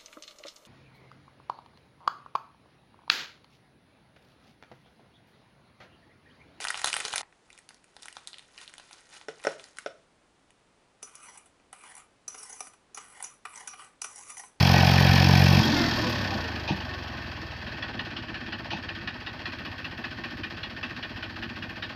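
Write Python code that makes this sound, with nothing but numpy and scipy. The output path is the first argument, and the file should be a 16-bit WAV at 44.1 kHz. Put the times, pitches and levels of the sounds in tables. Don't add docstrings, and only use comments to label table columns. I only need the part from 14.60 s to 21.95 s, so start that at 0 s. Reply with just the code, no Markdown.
import sys
import numpy as np
from scipy import signal
from scipy.fft import rfft, irfft
from scipy.io import wavfile
from scipy.ndimage import uniform_filter1d

SR = 44100
rng = np.random.default_rng(int(sys.argv[2]) if len(sys.argv) > 2 else 0)


def wav_out(sig):
    wavfile.write(sys.argv[1], SR, np.round(np.clip(np.atleast_2d(sig).T, -1, 1) * 32767).astype(np.int16))


N = 324135
T = np.arange(N) / SR

IDLE_HZ, LOPE_HZ = 15, 17.9
SHUT_S, SHUTTING_S = 1.016, .0076
REFUEL_S, REFUELLING_S = 2.95, .3
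SETTLE_S, SETTLING_S = 4.37, 0.56


def undb(db):
    return 10 ** (np.asarray(db) / 20)


def unit(x):
    return x / np.sqrt(np.mean(x ** 2))


def curves(table):
    times, *columns = np.transpose(table)
    return [np.interp(T, times, column) for column in columns]


def colour(x, spectrum, resonances=()):
    size = 8192
    hz = np.arange(size // 2 + 1) * SR / size + 1
    points_hz, points_db = np.transpose(spectrum)
    db = np.interp(np.log(hz), np.log(points_hz), points_db, left=-90, right=-90)
    db = db + sum(peak / (1 + (2 * (hz - f) / width) ** 2) for f, width, peak in resonances)
    cepstrum = irfft(db * np.log(10) / 20)
    cepstrum[1:size // 2] *= 2
    cepstrum[size // 2 + 1:] = 0
    response = irfft(np.exp(rfft(cepstrum)))
    return unit(signal.fftconvolve(x, response)[:N])


def grit(spread_db, rate_hz):
    hold = int(SR / rate_hz)
    sizes = undb(spread_db * rng.standard_normal(N))
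    return rng.standard_normal(N) * sizes[np.arange(N) // hold]


def bursts(count, hz, lag, rise_s, fall_s, scatter_db, cylinder_db=(0, 0, 0)):
    turn = count + 1 - lag
    firing, since = turn.astype(int), turn % 1 / hz
    size = undb(scatter_db * rng.standard_normal(N)[firing] + np.array(cylinder_db)[(firing - 1) % 3])
    return size * (1 - np.exp(-since / rise_s)) * np.exp(-since / fall_s)


def throttle():
    return np.clip((SHUT_S - T) / SHUTTING_S, 0, 1)


def idle_fuel():
    return np.clip((T - REFUEL_S) / REFUELLING_S, 0, 1)


def engine_gain(hz, base_db, octave_db, load_db, fuel_db, settled_db):
    settled = np.clip((T - SETTLE_S) / SETTLING_S, 0, 1)
    coasting_db = base_db + octave_db * np.log2(hz / IDLE_HZ)
    return undb(coasting_db + load_db * throttle() + fuel_db * idle_fuel() + settled_db * settled)


def steady_share():
    coasting, loaded, idling = .9, .4, .32
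    return coasting + (loaded - coasting) * throttle() + (idling - coasting) * idle_fuel()


# (time [s], firings a second [Hz])
FIRING_RATE = [(0, 45.406), (0.35, 45.19), (1, 46.314), (1.4, 37.859), (1.95, 25.278), (2.2, 22.861),
               (2.5, 21.222), (2.9, 19.882), (3.3, 17.94), (3.7, 16.647), (4.1, 16.56), (4.5, 15.854),
               (5.2, 15.31), (7.35, 14.986)]


def firings():
    hz = curves(FIRING_RATE)[0]
    return 1.14 + np.cumsum(hz) / SR, hz


def gear_whine(count, hz):
    teeth = 25
    phase = 2 * np.pi * teeth * count * 2 / 3
    tone = np.sin(phase) + undb(-3) * np.sin(2 * phase) + undb(-1.5) * np.sin(3 * phase)
    waver = undb(6 * unit(uniform_filter1d(rng.standard_normal(N), size=3000)))
    return engine_gain(hz, -61, octave_db=10, load_db=3, fuel_db=-9, settled_db=0) * waver * tone


# (frequency [Hz], level [dB])
HISS_SPECTRUM = [(4120, 10.5), (7000, -10.5), (7410, -17.5), (8080, -18.5), (8750, -8), (9630, -14.5),
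                 (13000, -1), (15500, -15)]


def hiss(count, hz):
    drive = grit(1.5, 400) * (steady_share() ** 2 + .3 + bursts(count, hz, -.02, .003, .014, 4.5))
    gain = engine_gain(hz, -79.5, octave_db=17.5, load_db=8, fuel_db=6.5, settled_db=5.5)
    return gain * colour(drive, HISS_SPECTRUM)


# (frequency [Hz], width [Hz], boost [dB])
BLOCK_RESONANCES = [(626, 260, 1), (756, 194, 10), (1100, 41, 5.5), (1387, 36, -61), (1650, 50, -5),
                    (1817, 38, 7), (2220, 120, -1.5), (2590, 67, 4.5), (2760, 130, 0.5), (3260, 140, 8),
                    (3560, 33, 3.5), (4050, 67, 3), (4535, 17, 10), (5364, 77, 6.5)]
# (frequency [Hz], level [dB])
INJECTOR_SPECTRUM = [(2500, -21), (3500, -1), (4200, -1), (5000, 1.5), (5900, -7.5), (6600, -14.5),
                     (7300, -23.5), (8500, -32)]


def injectors(count, hz):
    drive = grit(1.5, 600) * (.12 + bursts(count, hz, .02, .004, .008, 1.3))
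    gain = engine_gain(hz, -63.5, octave_db=19, load_db=-4, fuel_db=-12, settled_db=7.5)
    return gain * colour(drive, INJECTOR_SPECTRUM, BLOCK_RESONANCES)


# (frequency [Hz], width [Hz], boost [dB])
AIR_RESONANCES = [(240, 35, 5), (335, 35, 6), (625, 50, 8), (1110, 60, 7)]
# (frequency [Hz], level [dB])
OIL_PAN_SPECTRUM = [(25, -28), (45, -3), (70, -11), (120, -2), (160, -1.5), (235, -0.5), (290, -2),
                    (345, -4), (400, -11.5), (480, -20.5)]


def oil_pan(count, hz):
    drive = grit(1.5, 90) * (.2 + bursts(count, hz, .03, .008, .025, 1.5))
    gain = engine_gain(hz, -52, octave_db=15, load_db=-5.5, fuel_db=7, settled_db=1.7)
    return gain * colour(drive, OIL_PAN_SPECTRUM, AIR_RESONANCES)


def thump(count, hz):
    pitch_hz, width_s = 92, .0077
    uneven = .3 + .7 * np.clip(LOPE_HZ - hz, 0, 1)
    waves = 0
    for lag, db in [(-.091, 6.5), (-.395, -.5)]:
        turn = count - lag + .5
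        stroke = turn.astype(int)
        late_s = .0018 * uneven * rng.standard_normal(N)[stroke]
        from_peak = (turn % 1 - .5) / hz - late_s
        size = undb(db + 2.2 * uneven * rng.standard_normal(N)[stroke])
        waves += size * np.cos(2 * np.pi * pitch_hz * from_peak) * np.exp(-(from_peak / width_s) ** 2)
    gain = engine_gain(hz, -45, octave_db=9, load_db=3.5, fuel_db=-2.5, settled_db=0)
    return gain * unit(waves * np.sqrt(IDLE_HZ / hz))


# (frequency [Hz], level [dB])
CHUG_SPECTRUM = [(330, -16), (470, -4.5), (550, -3), (630, -5), (760, -0.5), (900, -0.5), (1100, -5.5),
                 (1280, -13.5), (1450, -37)]


def chug(count, hz):
    puffs = .23 * steady_share() + bursts(count, hz, .037, .0081, .024, 1.2)
    gain = engine_gain(hz, -51.5, octave_db=10, load_db=.5, fuel_db=3.5, settled_db=1.5)
    return gain * colour(grit(1.65, 200) * puffs, CHUG_SPECTRUM, AIR_RESONANCES)


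# (frequency [Hz], level [dB])
VALVE_SPECTRUM = [(820, -32), (1400, 2.5), (1780, 0), (2070, -8), (2610, -5.5), (3650, -15.5), (4230, -11),
                  (4980, -14.5), (6700, -35.5), (9000, -51), (11700, -45), (19800, -120)]


def valves(count, hz):
    drive = grit(2, 500) * (steady_share() + bursts(count, hz, -.03, .003, .025, 1.6))
    gain = engine_gain(hz, -47.5, octave_db=8, load_db=4.1, fuel_db=7, settled_db=1.2)
    return gain * colour(drive, VALVE_SPECTRUM, BLOCK_RESONANCES)


# (time of peak [s], frequency [Hz], level [dB], fade time [s])
TIN_NOTES = [(1.059, 219, -20.5, 0.075), (1.147, 293, -21, 0.026), (1.47, 502, -32.5, 0.031),
             (1.45, 993, -32.5, 0.028), (1.042, 3290, -23, 0.0064), (1.733, 787, -31, 0.017),
             (1.753, 212, -30, 0.019)]


def loose_tin():
    return sum(undb(db) * np.sin(2 * np.pi * f * (T - peak_s)) * np.exp(-((T - peak_s) / fade_s) ** 2)
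               for peak_s, f, db, fade_s in TIN_NOTES)


# (time [s], rattle level [dB], rattle length [s], thud delay [s], thud level [dB])
BODY_JOLTS = [(2.076, -29.5, 0.051, 0.028, -29.5), (4.114, -34, 0.049, 0.0144, -40)]
# (frequency [Hz], level [dB], time to fade by 60 dB [s])
PANEL_NOTES = [(152, 11.5, 0.13), (193.7, 8.5, 0.22), (290, 13, 0.05), (318, 2, 0.2)]
# (frequency [Hz], level [dB])
RATTLE_SPECTRUM = [(300, -49), (600, 8.5), (880, 19), (1300, -33.5), (2600, 4), (4000, 3.5), (6500, -12)]


def jolts():
    thuds, shaking = np.zeros(N), np.zeros(N)
    for start_s, rattle_db, length_s, delay_s, thud_db in BODY_JOLTS:
        since = np.maximum(T - start_s, 0)
        shaking += undb(rattle_db) * (since > 0) * np.exp(-(since / length_s) ** 2)
        since = np.maximum(T - start_s - delay_s, 0)
        push = 1 - np.exp(-(since / .003) ** 2)
        for f, db, fade_s in PANEL_NOTES:
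            fade = 1000. ** (-since / fade_s)
            thuds += undb(thud_db + db) * push * np.sin(2 * np.pi * f * since) * fade
    rattle = colour(grit(1.3, 400) * shaking, RATTLE_SPECTRUM, [(950, 67, 5.9), (2550, 250, 13)])
    return thuds + np.sqrt(np.mean(shaking ** 2)) * rattle


# (frequency [Hz], level [dB], time to fade by 60 dB [s])
IRON_NOTES = [(1480, -4, 0.25), (1514, -2.5, 0.073), (1726, 5.5, 0.063), (1780, -6.5, 0.062),
              (1893, -20, 0.076), (1900, 3.5, 0.13), (2454, 1.5, 0.11), (2671, 4, .07), (2855, 3, 0.032),
              (2915, 0.5, 0.018), (3045, 0, 0.055), (3130, -11, 0.022), (3360, 1, 0.034), (3747, -1, 0.059),
              (4175, -2.5, 0.049), (4770, -18, 0.061), (4750, -7.5, 0.099)]


def iron_ring(drive, count, vary_db):
    ringing = 0
    for f, db, fade_s in IRON_NOTES:
        pole = np.exp(2j * np.pi * f / SR - np.log(1000) / (fade_s * SR))
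        share = undb(db + vary_db * rng.standard_normal(N // 100)[count.astype(int)])
        ringing += signal.lfilter([1], [1, -pole], share * drive * np.sqrt(1 - abs(pole))).imag
    band = signal.butter(8, [1100, 5600], "band", fs=SR, output="sos")
    return unit(signal.sosfilt(band, ringing))


# (frequency [Hz], level [dB])
CRACK_SPECTRUM = [(240, -22), (400, -7), (983, -5.5), (1120, 8), (1260, -26), (1490, -3), (1890, 13),
                  (2070, -2), (2540, 4.5), (5010, -32), (9000, -96), (11700, -90), (19800, -120)]


def knock(count, hz):
    blows = bursts(count, hz, lag=-.05, rise_s=.001, fall_s=.017, scatter_db=.7,
                   cylinder_db=(0, -13, -12))
    crack = colour(grit(3.2, 700) * blows, CRACK_SPECTRUM, BLOCK_RESONANCES)
    clank = iron_ring(grit(2, 800) * blows, count + .1, vary_db=3)
    gain = engine_gain(hz, -51, octave_db=5, load_db=-2, fuel_db=12.5, settled_db=.44)
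    return gain * (undb(-9.5) * crack + undb(-4) * clank)


# (time [s], bark level [dB], noise level [dB])
EXHAUST_LEVELS = [(0, -17, -27), (.25, -17, -26), (.5, -17, -28), (.75, -15, -27), (1.0, -17, -29.5)]
# (multiple of the firing rate, level [dB])
BARK_TONES = [(1, -43), (2, 6.5), (3, 6.5), (4, 0.5), (5, -6.5), (6, -44), (7, -18.5), (8, -45)]
# (frequency [Hz], level [dB])
GAS_SPECTRUM = [(820, -21), (1400, -3.5), (1760, -20), (2070, -2.5), (2430, 5), (2890, -10), (3290, -3.5),
                (3530, -17), (3830, -7), (5340, -2), (7740, -32), (12700, -22), (15500, -27)]
# (frequency [Hz], level [dB])
POP_SPECTRUM = [(250, -35), (400, -3), (560, -2.5), (760, -4), (1000, 0.5), (1270, -33), (1500, -30)]


def exhaust(count, hz):
    bark_db, noise_db = curves(EXHAUST_LEVELS)
    turn = count - .715
    size = uniform_filter1d(undb(.62 * rng.standard_normal(N))[(turn + .5).astype(int)], size=300)
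    bark = size * sum(undb(db) * np.cos(2 * np.pi * k * turn) for k, db in BARK_TONES)
    gas_drive = grit(1.7, 900) * (.088 + bursts(count, hz, .332, .001, .0031, 1))
    gas = colour(gas_drive, GAS_SPECTRUM, BLOCK_RESONANCES)
    pop_drive = grit(1.7, 900) * (.1 + bursts(count, hz, .537, .0013, .0021, 3.1))
    pop = colour(pop_drive, POP_SPECTRUM, BLOCK_RESONANCES)
    clang_drive = grit(2, 800) * bursts(count, hz, .47, .001, .003, 2)
    clang = iron_ring(clang_drive, count + .6, vary_db=4)
    noise = undb(-6) * gas + undb(-3.5) * pop + undb(-7.5) * clang
    return throttle() * (undb(bark_db) * unit(bark) + undb(noise_db) * noise)


def scene():
    count, hz = firings()
    layers = (exhaust, oil_pan, valves, injectors, hiss, thump, chug, gear_whine, knock)
    engine = sum(layer(count, hz) for layer in layers)
    return (engine + jolts() + loose_tin())[None]


def record(dry):
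    dry = signal.sosfilt(signal.butter(2, 35, "high", fs=SR, output="sos"), dry)
    return signal.sosfilt(signal.ellip(10, .2, 70, 15655, fs=SR, output="sos"), dry)


dry = scene()
out = record(dry)
wav_out(out)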